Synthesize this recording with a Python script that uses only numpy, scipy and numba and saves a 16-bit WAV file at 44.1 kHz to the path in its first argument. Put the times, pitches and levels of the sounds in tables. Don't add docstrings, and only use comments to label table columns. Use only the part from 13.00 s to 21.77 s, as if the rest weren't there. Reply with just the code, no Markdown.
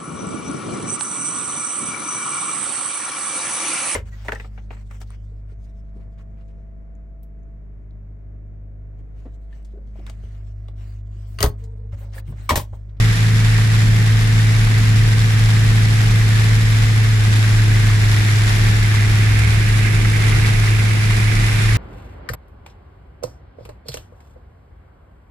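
import sys
import numpy as np
from scipy import signal
from scipy.fft import rfft, irfft
from scipy.io import wavfile
from scipy.ndimage import uniform_filter1d
from numba import njit

SR = 44100
rng = np.random.default_rng(int(sys.argv[2]) if len(sys.argv) > 2 else 0)


def store_wav(level_fs):
    pcm = np.round(np.clip(np.atleast_2d(level_fs), -1, 1) * 32767)
    wavfile.write(sys.argv[1], SR, pcm.T.astype(np.int16))


N = 386757
TIME = np.arange(N) / SR
FREQS = np.maximum(np.fft.rfftfreq(N, 1 / SR), 1)
SIDES = np.array([[1], [-1]])
SHORT_TIME = TIME[:2048]


def undb(db):
    return 10 ** (np.asarray(db) / 20)


def unit(x):
    return x / np.sqrt(np.mean(x ** 2))


def curves(table):
    time_s, *columns = np.transpose(table)
    return [np.interp(TIME, time_s, column) for column in columns]


def across(table):
    freq_hz, *columns = np.transpose(table)
    return np.array([np.interp(np.log(FREQS), np.log(freq_hz), column) for column in columns])


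def colour(x, gain):
    return irfft(rfft(x) * gain, N)


def bell(centre_hz, relative_width):
    return np.exp(-(np.log(FREQS / centre_hz) / relative_width) ** 2)


def swell(at_s, width_s):
    return np.exp(-((TIME - at_s) / width_s) ** 2)


def walk(rate_hz):
    step = int(SR / rate_hz)
    steps = np.repeat(rng.standard_normal(N // step + 1), step)
    return unit(uniform_filter1d(steps, step)[:N])


def decay(t60_s):
    return np.exp(-np.log(1000) * SHORT_TIME / t60_s)


def add(track, start_s, sound):
    i = int(start_s * SR)
    track[:, i:i + sound.shape[1]] += sound[:, :N - i]


# time_s, firing_hz
FIRING_RATE = [(0, 109.6), (1.0, 108.9), (3.3, 108.8), (4.08, 108.6), (4.25, 106.4), (4.42, 107.8),
               (5.1, 105.7), (5.65, 106.8), (5.9, 106), (7.3, 107.3), (8.77, 107.4)]
# time_s, load (0-1)
THROTTLE = [(0, 0.99), (3.9, 0.65), (4.4, 0), (8.77, 0)]
# time_s, level_db
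BOOM_LEVEL = [(0, -12.4), (3.3, -12.0), (4.0, -12.5), (4.75, -12.0), (5.15, -13), (5.45, -14), (6.25, -13),
              (7.2, -14.2), (7.9, -13.5), (8.55, -15.5), (8.77, -12.5)]
DIP_S, DIP_WIDTH_S, DIP_DB = 0.16, 0.04, -4.5
# order (x crank rate), loaded_db, eased_db
CRANK_ORDERS = [(2.5, -23.5, -22), (3, -17, -36), (3.5, -27, -34), (4, -33, -26.5), (4.5, -24, -35),
                (5, -37, -33), (5.5, -48, -41), (6, -44, -29.5), (6.5, -49, -35.5), (9, -35, -39.5)]
# ratio (x firing rate), level_db
DRIVE_LINE = [(.352, -26.8), (3.55, -49), (3.89, -52), (4.11, -48)]


def engine():
    firing_hz, = curves(FIRING_RATE)
    load, = curves(THROTTLE)
    boom_db = curves(BOOM_LEVEL)[0] + DIP_DB * swell(DIP_S, DIP_WIDTH_S)
    firing_rad = 2 * np.pi * np.cumsum(firing_hz) / SR
    out = np.sin(firing_rad + 0.11 * SIDES) * undb(0.27 * walk(14))
    for order, loaded_db, eased_db in CRANK_ORDERS:
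        phase_rad = round(2 * order) / 4 * firing_rad + 2 * np.pi * rng.random() + 0.13 * walk(6)
        level_db = eased_db + load * (loaded_db - eased_db) + 1.1 * walk(7.4)
        out = out + undb(level_db) * np.sin(phase_rad + 0.036 * order * SIDES)
    out = out * undb(boom_db)
    for ratio, level_db in DRIVE_LINE:
        wavering_db = level_db + 1.6 * walk(7)
        out = out + undb(wavering_db) * np.sin(ratio * firing_rad + 0.35 * walk(6))
    return np.sqrt(2) * out


# time_s, door_share (0-1)
DOOR_SHARE = [(0, 0.03), (4.8, 0.04), (5.8, 0.03), (6.5, 0.81), (8.77, 0.95)]


def lean():
    return curves(DOOR_SHARE)[0]


# freq_hz, level_db
ROAD_SPECTRUM = [(15, -15), (33, 7), (48, 0), (65, 1.5), (85, -1.5), (130, -1.5), (190, -3.5), (275, -14.5),
                 (390, -14.5), (480, -17.5), (570, -20.5), (900, -25), (2000, -57)]
# freq_hz, correlation (-1 to 1)
ROAD_CORRELATION = [(40, 0.98), (130, 1), (200, 0.8), (300, 0.44), (420, -0.083), (560, -0.64),
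                    (900, -0.92)]


def road(mean_db=-24.0, arch_db=3.0):
    likeness = np.clip(across(ROAD_CORRELATION), -1, 1)
    spectrum = undb(across(ROAD_SPECTRUM))
    mid = colour(rng.standard_normal(N), spectrum * np.sqrt(1 + likeness))
    side = colour(rng.standard_normal(N), spectrum * np.sqrt(1 - likeness))
    rumble = unit(mid + SIDES * side) * undb(mean_db + 1.14 * walk(5))
    arch = colour(rumble, bell(400, 0.21))
    return rumble + (undb(arch_db * lean()) - 1) * arch


def rough_patch(at_s=6.45, width_s=0.17, centre_hz=67, peak_db=-20):
    drum_hz = centre_hz + 3 * walk(16)
    drum = np.sqrt(2) * np.sin(2 * np.pi * np.cumsum(drum_hz) / SR)
    return drum * undb(peak_db) * swell(at_s, width_s)


def impact(t60_s, cabin_db, cabin_t60_s=0.089):
    envelope = decay(t60_s) + undb(cabin_db) * decay(cabin_t60_s)
    return unit(rng.standard_normal((2, len(SHORT_TIME))) * envelope)


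def drops(rate_hz, spread_db, t60_s, cabin_db, spots=12):
    out = 0
    for _ in range(spots):
        lands = rng.random(N) < rate_hz / spots / SR
        size = np.minimum(rng.standard_exponential(N), 5)
        hits = np.zeros(N)
        hits[lands] = undb(spread_db * size[lands])
        out = out + signal.oaconvolve(hits[None], impact(t60_s, cabin_db), axes=1)[:, :N]
    return unit(out)


# freq_hz, left_db, right_db
GLASS_SPECTRUM = [(400, -16, -18.5), (693, 0.5, 0), (1290, -1, 0), (2580, 0, -4), (3160, 0.5, -2.5),
                  (3590, 1, -1), (4220, -4, -3.5), (5700, -3.5, -3.5), (6400, -10, -8), (7500, -7, -5),
                  (8450, -14, -13), (9450, -16, -8.5), (10950, -9.5, -12.5), (13900, -25, -24.5)]
SIZZLE_HZ, SIZZLE_RELATIVE_WIDTH, SIZZLE_DB = 9400, 0.12, 3


def windscreen(patter_db):
    ticks = drops(rate_hz=4200, spread_db=3.5, t60_s=0.005, cabin_db=-15) * undb(0.6 * walk(35))
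    spray = undb(-3.5) * rng.standard_normal((2, N))
    water = unit(ticks + spray) * undb(patter_db)
    patter = colour(water, unit(undb(across(GLASS_SPECTRUM))))
    sizzle = colour(patter, bell(SIZZLE_HZ, SIZZLE_RELATIVE_WIDTH))
    return patter + (undb(SIZZLE_DB * lean()) - 1) * sizzle


def ping(pitch_hz, t60_s):
    tone = np.sin(2 * np.pi * (pitch_hz * SHORT_TIME + rng.random((2, 1))))
    return tone * decay(t60_s) * (1 - np.exp(-SHORT_TIME / 0.00028))


def tinkle(rate_hz=260, low_hz=1550, high_hz=2600, t60_s=0.049):
    out = np.zeros((2, N))
    for when, pitch, size in rng.random((int(rate_hz * N / SR), 3)):
        pitch_hz = low_hz * (high_hz / low_hz) ** pitch
        add(out, when * TIME[-1], undb(7.3 * size) * ping(pitch_hz, t60_s))
    return unit(out)


# freq_hz, left_db, right_db
BONNET_SPECTRUM = [(900, -25, -21), (1300, -8.5, -11), (1480, -5, -4.5), (1700, -3.5, 0),
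                   (2040, -0.5, -1.5), (2280, -5, -4.5), (2840, -7.5, -11.5), (3240, -21, -20),
                   (5000, -37, -37)]
DOOR_SPECTRUM = [(810, -19, -15), (1190, -8, -11), (1600, -11.5, -4.5), (1870, -16, -5), (2040, -6, 3.5),
                 (2300, -13, -1), (2730, -9, -5), (3140, -20, -19), (5000, -35, -40)]
# start_s, level_db, pitch_hz
FAT_PINGS = [(0.244, -22, 1680), (2.013, -21, 1960), (2.844, -24, 1830), (3.885, -25, 2117),
             (5.735, -21, 1690), (7.048, -17, 2053), (7.674, -13.5, 2010), (8.691, -14, 1880)]


def panels(ring_db, tinkle_db=-5):
    door_share = np.clip(lean(), 0, 1)
    hits = drops(rate_hz=2200, spread_db=2.0, t60_s=0.023, cabin_db=-10)
    tinkles = tinkle()
    out = 0
    for spectrum, share in ((BONNET_SPECTRUM, 1 - door_share), (DOOR_SPECTRUM, door_share)):
        body = undb(across(spectrum))
        drumming = unit(colour(hits, body))
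        ringing = undb(tinkle_db) * unit(colour(tinkles, body))
        out = out + np.sqrt(share) * unit(drumming + ringing)
    out = out * undb(ring_db)
    for start_s, level_db, pitch_hz in FAT_PINGS:
        add(out, start_s, undb(level_db) * ping(pitch_hz, t60_s=0.035))
    return out


# centre_s, half_width_s, extra_db
RAIN_SHEETS = [(0, .12, 1.5), (.68, .12, 0.7), (2.35, .3, 0.2), (4.45, 0.15, 1.4), (5.33, 0.43, 1.6),
               (5.95, 0.12, 1.4), (7.45, .25, 1.05), (8.62, 0.3, 0.5)]
FLUTTER_DB, FLUTTER_HZ = 0.44, 14
SWEEP_LEAD_S, SWEEP_WIDTH_S, SWEEP_DB = 0.2, 0.06, -0.46


def downpour():
    sheets_db = sum(extra_db * swell(at_s, width_s) for at_s, width_s, extra_db in RAIN_SHEETS)
    sweeps = sum(swell(turn_s - SWEEP_LEAD_S, SWEEP_WIDTH_S) for turn_s in BLADE_TURNS)
    return sheets_db + SWEEP_DB * sweeps + FLUTTER_DB * walk(FLUTTER_HZ)


@njit
def resonance(x, centre_hz, width_hz):
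    y, band, low = np.empty(len(x)), 0., 0.
    for i in range(len(x)):
        g = np.tan(np.pi * centre_hz[i] / SR)
        damping = width_hz / centre_hz[i]
        v = (band + g * (x[i] - low)) / (1 + g * (g + damping))
        band = 2 * v - band
        low = low + 2 * g * v
        y[i] = damping * v
    return y


BLADE_TURNS = [.585, 1.669, 2.701, 3.821, 4.9, 5.941, 7.048, 8.104]


def wipers(rms_db=-48, centre_hz=1250.0, width_hz=700.0):
    taps = np.zeros((2, N))
    for turn_s in BLADE_TURNS:
        add(taps, turn_s, impact(t60_s=0.069, cabin_db=-8))
    dull = np.array([resonance(side, np.full(N, centre_hz), width_hz) for side in taps])
    return unit(dull) * undb(rms_db)


PATTER_DB, RING_DB = -28, -30.5
APPROACH_FROM_S, APPROACH_TO_S, APPROACH_DB = 5.1, 6.9, 2.5


def scene():
    rain_db = downpour()
    nearer_db = np.interp(TIME, [APPROACH_FROM_S, APPROACH_TO_S], [0, APPROACH_DB])
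    rain = windscreen(PATTER_DB + rain_db) + panels(RING_DB + rain_db + nearer_db)
    return engine() + road() + rough_patch() + rain + wipers()


def record(dry, top_hz=14700):
    low_pass = signal.ellip(10, 0.2, 80, top_hz, fs=SR, output="sos")
    return signal.sosfilt(low_pass, dry)


dry = scene()
out = record(dry)
store_wav(out)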